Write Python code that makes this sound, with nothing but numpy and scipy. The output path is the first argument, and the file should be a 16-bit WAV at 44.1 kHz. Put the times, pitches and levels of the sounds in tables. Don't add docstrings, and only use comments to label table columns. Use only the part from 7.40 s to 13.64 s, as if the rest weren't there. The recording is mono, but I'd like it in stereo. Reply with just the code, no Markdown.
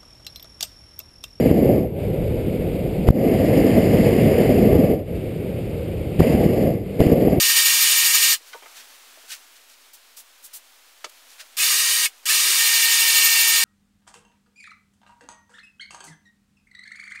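import sys
import numpy as np
from scipy import signal
from scipy.fft import rfft, irfft
from scipy.io import wavfile

SR = 44100
rng = np.random.default_rng(int(sys.argv[2]) if len(sys.argv) > 2 else 0)


def master(y):
    cut = np.clip(np.atleast_2d(y).T, -1, 1)
    pcm = np.round(cut * 32767)
    wavfile.write(sys.argv[1], SR, pcm.astype(np.int16))


def convert_level_to_amplitude(level_db):
    exponent = np.asarray(level_db, float) / 20
    return 10 ** exponent


N = 275184

# pitch_hz, side_over_mid_db
NEAR_SIDE = [(60, 5), (110, 11), (200, 31), (380, -30), (700, -40), (1290, -30), (2380, -13.5), (4400, -8),
             (8120, -4.5), (15000, -1)]


def rms_one(x):
    return x / np.sqrt(np.mean(x ** 2) + 1e-20)


def in_time(rows):
    s, *columns = np.transpose(rows)
    return [np.interp(np.arange(N) / SR, s, c) for c in columns]


def at_hz(points, hz):
    points_hz, values = np.transpose(points)
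    return np.interp(np.log(hz), np.log(points_hz), values)


def drift(rate_hz):
    r = np.exp(-80 * np.pi * rate_hz / SR)
    coarse = rng.standard_normal(N // 40 + 2002)
    slow = signal.lfilter([1], [1, -2 * r, r * r], coarse)[2000:]
    return np.interp(np.arange(N) / 40, np.arange(len(slow)), rms_one(slow))


def ring(push, hz, t60):
    r, w = convert_level_to_amplitude(-60 / (t60 * SR)), 2 * np.pi * hz / SR
    return signal.lfilter([0, np.sin(w)], [1, -2 * r * np.cos(w), r * r], push + 1e-18)


def coloured(mid_side, spectrum, side, peaks=()):
    hz = np.maximum(np.arange(N // 2 + 1) * SR / N, 1)
    gain = convert_level_to_amplitude(at_hz(spectrum, hz))
    for peak_hz, width_hz, db in peaks:
        gain = gain * (1 + (convert_level_to_amplitude(db) - 1) / (1 + (2 * (hz - peak_hz) / width_hz) ** 2))
    widths = [np.ones_like(hz), convert_level_to_amplitude(at_hz(side, hz))]
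    mid, rest = irfft(rfft(mid_side) * gain * widths, N)
    return np.array([mid + rest, mid - rest]) / np.std(mid)


def patchy(x, depth_db, rate):
    centres, shared = 200 * 2 ** np.arange(0, 6.6, .5), drift(rate)
    spectrum, hz, out = rfft(x), np.arange(N // 2 + 1) * SR / N, 0
    inside_hz = np.clip(hz, centres[0], centres[-1])
    for centre in centres:
        slope = np.clip(1 - 2 * np.abs(np.log2(inside_hz / centre)), 0, 1)
        flicker_db = depth_db * (0.51 * shared + drift(rate))
        out = out + irfft(spectrum * slope, N) * convert_level_to_amplitude(flicker_db)
    return out


def puffs(rows, spectrum, grain_db, fall_s, fall_per_rise):
    out = np.zeros((2, N))
    grains = rng.standard_normal((2, N)) * convert_level_to_amplitude(grain_db * rng.standard_normal(N))
    noise = coloured(grains, spectrum, NEAR_SIDE)
    for s, rise, hold, db, tilt_db in rows:
        i = round(s * SR)
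        n = round((rise + hold + 2 * (fall_s + fall_per_rise * rise)) * SR)
        corners_s = [0, rise / 4, rise, rise + hold, n / SR]
        shape_db = np.interp(np.arange(n) / SR, corners_s, [-38, -8.5, 6.5, 4.5, -37])
        tilt = convert_level_to_amplitude(tilt_db * np.log2(np.arange(1, n // 2 + 2) * SR / n / 4000))
        burst = rms_one(irfft(rfft(noise[:, i:i + n]) * tilt, n))
        out[:, i:i + n] += convert_level_to_amplitude(db + shape_db) * burst
    return out


def struck(hits, modes, crack_db):
    out, t = np.zeros(N), np.arange(9000) / SR
    for s, db, centre_hz, contact_s in hits:
        contact = rng.standard_normal(len(t)) * np.exp(-t / contact_s * 2) * np.minimum(t / 0.00078, 1)
        sound = sum(convert_level_to_amplitude(level_db) * ring(contact, hz, t60) for hz, level_db, t60 in modes)
        sound = rms_one(sound) + convert_level_to_amplitude(crack_db) * rms_one(contact)
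        band_hz = [centre_hz / 2.2, centre_hz * 1.7]
        sound = signal.lfilter(*signal.butter(2, band_hz, "band", fs=SR), sound)
        out[round(s * SR):][:len(t)] += convert_level_to_amplitude(db) * sound / np.max(np.abs(sound))
    return out


def shop(x, wet_db):
    n, t60_s = SR // 4, 0.046
    tail = rng.standard_normal((2, n)) * convert_level_to_amplitude(-60 * np.arange(n) / SR / t60_s)
    tail = tail / np.sqrt(np.sum(tail ** 2, axis=1, keepdims=True))
    return x + convert_level_to_amplitude(wet_db) * signal.fftconvolve(np.atleast_2d(x), tail, axes=1)[:, :N]


def air():
    # pitch_hz, level_db per Hz
    air_colour = [(88, -70), (150, -48), (249, -5), (297, -16), (637, -8.5), (730, -7.5), (923, -8),
                  (1210, -6.5), (2360, -6.5), (3160, -6), (16000, -15)]
    # centre_s, spread_s, lift_db over the still air
    reaches = [
        (1.25, .25, 4.5),
        (1.85, .3, 4.2),
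        (4.3, .7, 2.5),
    ]
    side = [(150, 4), (400, -6.5), (15000, -1.0)]   # pitch_hz, side_over_mid_db
    noise = coloured(rng.standard_normal((2, N)), air_colour, side)
    t = np.arange(N) / SR
    rub_db = sum(db * np.exp(-.5 * ((t - s) / spread) ** 2) for s, spread, db in reaches)
    return convert_level_to_amplitude(-54 + rub_db + .8 * drift(9)) * noise


def sleeve():
    # start_s, rise_s, hold_s, level_db, tilt_db per octave
    swishes = [(1.05, 0.023, .03, -52.5, .1), (1.33, 0.042, 0.037, -48, -0.7),
               (1.87, 0.051, 0.015, -36.5, -0.1), (2.14, 0.019, 0.022, -57, -1.1),
               (2.26, 0.037, 0.047, -58, .1), (2.92, .008, .005, -62, -3), (3.694, .002, .004, -49, 4),
               (3.86, 0.045, .03, -55, .1), (3.975, 0.032, 0.008, -42.5, -2.4)]
    # pitch_hz, level_db per Hz
    cloth = [(180, -71), (300, -45), (584, -18), (1100, -19), (1530, -2.5), (2170, -5.5), (2360, -2),
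             (3520, -3), (5900, -3), (16000, -12.5)]
    return puffs(swishes, cloth, grain_db=6.0, fall_s=.005, fall_per_rise=.75)


def bench_knocks():
    # start_s, peak_db, centre_hz, contact_s
    knocks = [(1.008, -50, 330, .01), (1.131, -30, 2600, .022), (1.144, -33, 680, .026),
              (1.221, -41, 520, .035), (1.222, -37, 1900, .04), (1.258, -35, 1300, .022),
              (1.295, -50, 800, .012), (1.771, -50, 620, .016), (1.832, -47, 3000, .012),
              (1.835, -49, 340, .012)]
    # pitch_hz, level_db, t60_s
    bench = [(332, -24, 0.068), (508, -16, 0.12), (700, -7, 0.05), (913, -2, 0.12), (1280, 4, 0.026),
             (1496, -2, 0.07), (2100, -2, .03), (2390, 10, 0.028), (3180, 6, 0.066), (4300, -9, .04)]
    return struck(knocks, bench, crack_db=10.5)


def can_set_down():
    # start_s, peak_db, centre_hz, contact_s
    contacts = [
        (3.6422, -24, 1500, 0.0096),
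        (3.6432, -20, 4000, 0.018),
        (3.645, -34.5, 400, .018),
        (3.664, -40, 800, 0.014),
    ]
    # pitch_hz, level_db, t60_s
    can_modes = [(400, -21, .06), (608, -15, 0.12), (940, -28, .04), (1340, 1, 0.04), (1800, -1, 0.024),
                 (2350, -1, 0.04), (3020, -3, 0.044), (3500, -1, 0.022), (4850, -7, .02),
                 (5970, -15, 0.036), (7500, -11, .04)]
    return struck(contacts, can_modes, crack_db=9.5)


def spray_can():
    # start_s, rise_s, hold_s, level_db, tilt_db per octave
    squirts = [
        (2.531, 0.0033, .02, -48.5, 1.1),
        (2.761, 0.011, 0.034, -44.5, 1.3),
        (3.018, .03, 0.016, -43.5, 2.7),
        (3.127, 0.011, 0.034, -40, 3),
    ]
    # pitch_hz, level_db per Hz
    spray = [(180, -56), (300, -17), (1210, -10), (2000, -13), (2930, -8), (3190, -8), (8360, -5),
             (13500, -7), (16000, -9)]
    return puffs(squirts, spray, grain_db=1.05, fall_s=.025, fall_per_rise=.15)


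def squeals():
    # start_s, level_db, pitch_hz, t60_s
    rubs = [(4.195, -17, 2550, .08), (4.218, -22, 2200, .06), (4.2, -26, 6500, .06),
            (4.653, -14, 2550, .04), (4.658, -14, 2200, .04), (4.858, -22, 2950, .06),
            (4.88, -24, 2300, .05), (4.893, -16, 2600, .08), (4.9, -18, 1750, .1), (4.915, -22, 6800, .05),
            (1.131, -35, 1491, .09), (1.151, -34, 931, .09), (1.146, -38, 500, .07),
            (1.261, -42, 1250, .04), (1.77, -45, 640, .05), (4.025, -52, 620, .05)]
    out, rub_length = np.zeros(N), 300
    for s, db, hz, t60 in rubs:
        rub, i = np.zeros(8000), round(s * SR)
        wave = np.sin(2 * np.pi * hz * np.arange(rub_length) / SR)
        rub[:rub_length] = np.hanning(rub_length) * wave / 75
        out[i:i + len(rub)] += convert_level_to_amplitude(db) * ring(rub, hz, t60)
    return out


def trigger():
    # pull_s, bit_seated_s, release_s, level_db, first_jolt_db below it
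    pulls = [
        (-1, -.5, .942, -17.5, -9),
        (4.165, 4.37, 4.66, -18.3, -12),
        (4.852, 5.17, 7, -18, -7),
    ]
    # time_s, speed in turns per s
    running_speed = [(0, 463), (.15, 462), (.94, 462), (4.25, 461), (4.36, 467), (4.42, 470), (4.645, 470),
                     (4.93, 460), (5.0, 465.5), (5.1, 464.5), (5.22, 460), (5.57, 460), (5.75, 456.5),
                     (6.0, 457), (6.24, 458.5)]
    # time_s, jump_db
    catches = [
        (.166, 2.8),
        (.262, 2.8),
        (.748, 2.8),
        (.83, 1.5),
        (4.895, 2.5),
    ]
    # idle_db, full_load_db over idle, unseated_db, dry_bit_db
    motor_law = (-12, 2.5, -8.5, -2.5)
    brush_law = (-17, 8.5, -2.5, -1)
    gear_law = (-11.5, -4.5, .3, -.3)
    mesh_law = (-19.5, 8.5, -1.5, 5.5)
    shake_law = (-2.2, -13, 5, -4)
    spin_up_s, spin_up_lag = .08, 160
    brake_lead_s, brake_per_s2 = .01, 2600
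    kick_s, swell_s, run_up_s = .004, .018, .045
    swell_share = .25
    slack_s, catch_rise_s, catch_fall_s, slack_db = .035, .012, .04, -1.5
    seating_s, oiled_s = .08, 2.5

    t, (running,) = np.arange(N) / SR, in_time(running_speed)
    load = (470 - running) / 13
    which = np.searchsorted([row[0] - .05 for row in pulls[1:]], t)
    pull, seated, release, db, jolt_db = np.array(pulls)[which].T
    since, after = t - pull, np.maximum(t - release, 0)

    speed = running - spin_up_lag * np.clip(1 - since / spin_up_s, 0, 1)
    speed = np.maximum(speed - brake_per_s2 * np.maximum(t - release + brake_lead_s, 0), 300)

    start_s = [0, kick_s, kick_s + swell_s, kick_s + run_up_s]
    start_db = np.interp(since, start_s, [1, 1, swell_share, 0]) * jolt_db
    start_db -= 60 * np.clip(1 - since / kick_s, 0, 1)
    catch_s = [-slack_s - catch_rise_s, -catch_rise_s, 0, catch_fall_s]
    catch_db = sum(np.interp(t - s, catch_s, [0, slack_db, jump_db, 0]) for s, jump_db in catches)
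    brake_db = np.minimum(780 * after, 450 * after + 14)
    level_db = db + 2.4 * load + start_db + catch_db - brake_db

    loose, dry_bit = np.clip((seated - t) / seating_s + .5, 0, 1), t < oiled_s
    laws = [idle + loaded * load + unseated * loose + unoiled * dry_bit
            for idle, loaded, unseated, unoiled in (motor_law, brush_law, gear_law, mesh_law, shake_law)]
    return level_db, speed, laws


def lines(orders, level_db, turn, blur, flicker_db):
    out = np.zeros((2, N))
    for multiple, db in orders:
        angle = multiple * turn + blur * np.sqrt(multiple) * drift(33)
        out[0] += convert_level_to_amplitude(db + flicker_db * drift(23)) * np.sin(angle)
        out[1] += convert_level_to_amplitude(db + flicker_db * drift(11)) * np.cos(angle + drift(35))
    return convert_level_to_amplitude(level_db) * out


def drill():
    # multiple of the rotor speed, level_db
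    motor = [(3, -24), (4, 1)]
    # multiple, level_db
    brushes = [(1, -34), (2, -15), (5, -.5), (6, -2)]
    # multiple, level_db
    gears = [(7, -27), (8, 0), (9, -5.5), (10, 1), (11, -21), (12, -2.5), (13, -1), (14, -1), (16, -8.5),
             (18, -2.5), (19, -4.5), (20, 1), (21, -21), (22, -10)]
    # multiple, level_db
    mesh = [(15, -3), (29, -7), (30, 0), (31, -10), (33, -19)]
    # pitch_hz, level_db per Hz
    grind_colour = [(100, -87), (200, -63), (330, -30.5), (800, -25.5), (1200, -14), (1800, -4.5),
                    (2300, -4), (4000, -0.5), (7000, -5), (9500, -7), (11400, -8), (13700, -6.5),
                    (16000, -15.5)]
    # pitch_hz, width_hz, level_db
    housing = [(400, 50, 9.5), (560, 37, -20), (810, 56, 0.5), (1030, 35, -7), (1142, 140, 7.5),
               (1452, 256, -5), (1630, 95, 1.5), (1940, 140, -4), (2110, 55, -12), (2250, 78, 6),
               (2560, 130, 0), (3030, 240, 2.5), (3360, 110, -6), (4164, 93, 7), (4350, 150, -11.5),
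               (5280, 160, -4), (5520, 260, 0.5), (7020, 120, 7), (8100, 170, 6), (9000, 200, 6.5)]
    gearing, full_speed = 37.5, 455

    grind_db, speed, (motor_db, brush_db, gear_db, mesh_db, shake_db) = trigger()
    chuck_angle = 2 * np.pi * np.cumsum(speed) / SR / gearing
    bite = np.cos(chuck_angle + 4.74 + 0.2 * drift(5.73)) * convert_level_to_amplitude(1.5 * drift(3.47))
    turn = 2 * np.pi * np.cumsum(speed * (1 - .0025 * bite + .0006 * drift(40))) / SR

    whine = lines(motor, motor_db, turn, blur=.06, flicker_db=1.4)
    whine += lines(brushes, brush_db, turn, blur=.07, flicker_db=1.8)
    whine += lines(gears, gear_db, turn, blur=.12, flicker_db=2.5)
    whine += lines(mesh, mesh_db + 4.0 * bite, turn, blur=.17, flicker_db=2.8)
    whine *= convert_level_to_amplitude(.25 * np.minimum(speed - full_speed, 0))

    pulsing = 1 + 0.085 * np.sin(turn) + 0.071 * np.sin(turn / 2) + 0.06 * np.sin(2 * turn)
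    teeth = rng.standard_normal((2, N)) * pulsing
    teeth = shop(teeth, wet_db=-4)
    grind = patchy(coloured(teeth, grind_colour, NEAR_SIDE, housing), depth_db=.8, rate=25)
    grind += convert_level_to_amplitude(shake_db) * signal.lfilter(*signal.butter(2, 1800, fs=SR), grind)

    whine = np.std(whine[0]) * coloured(whine, [(100, 0.016), (16000, 0.0058)], NEAR_SIDE)
    return convert_level_to_amplitude(grind_db - 0.5 + 0.28 * bite) * (grind + whine)


def scene():
    knocks = bench_knocks() + can_set_down()
    hiss = spray_can() + sleeve()
    return drill() + squeals() + shop(knocks, wet_db=-9.5) + hiss + air()


def low_pass(x):
    return signal.sosfilt(signal.butter(12, 16620, fs=SR, output="sos"), x)


def record(dry):
    # pitch_hz, level_db rms
    hum_tones = [(43.1, -82.5), (258.4, -84)]
    rounded = .85 * np.tanh(dry / .85)
    x = signal.sosfilt(signal.butter(5, 295, "high", fs=SR, output="sos"), rounded)
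    x = signal.sosfilt(signal.ellip(10, .5, 55, 15720, fs=SR, output="sos"), x)
    t = np.arange(N) / SR
    hum = sum(np.sqrt(2) * convert_level_to_amplitude(db) * np.sin(2 * np.pi * hz * t) for hz, db in hum_tones)
    offset = -0.00048
    return low_pass(x + hum + offset)


dry = scene()
out = record(dry)
master(out)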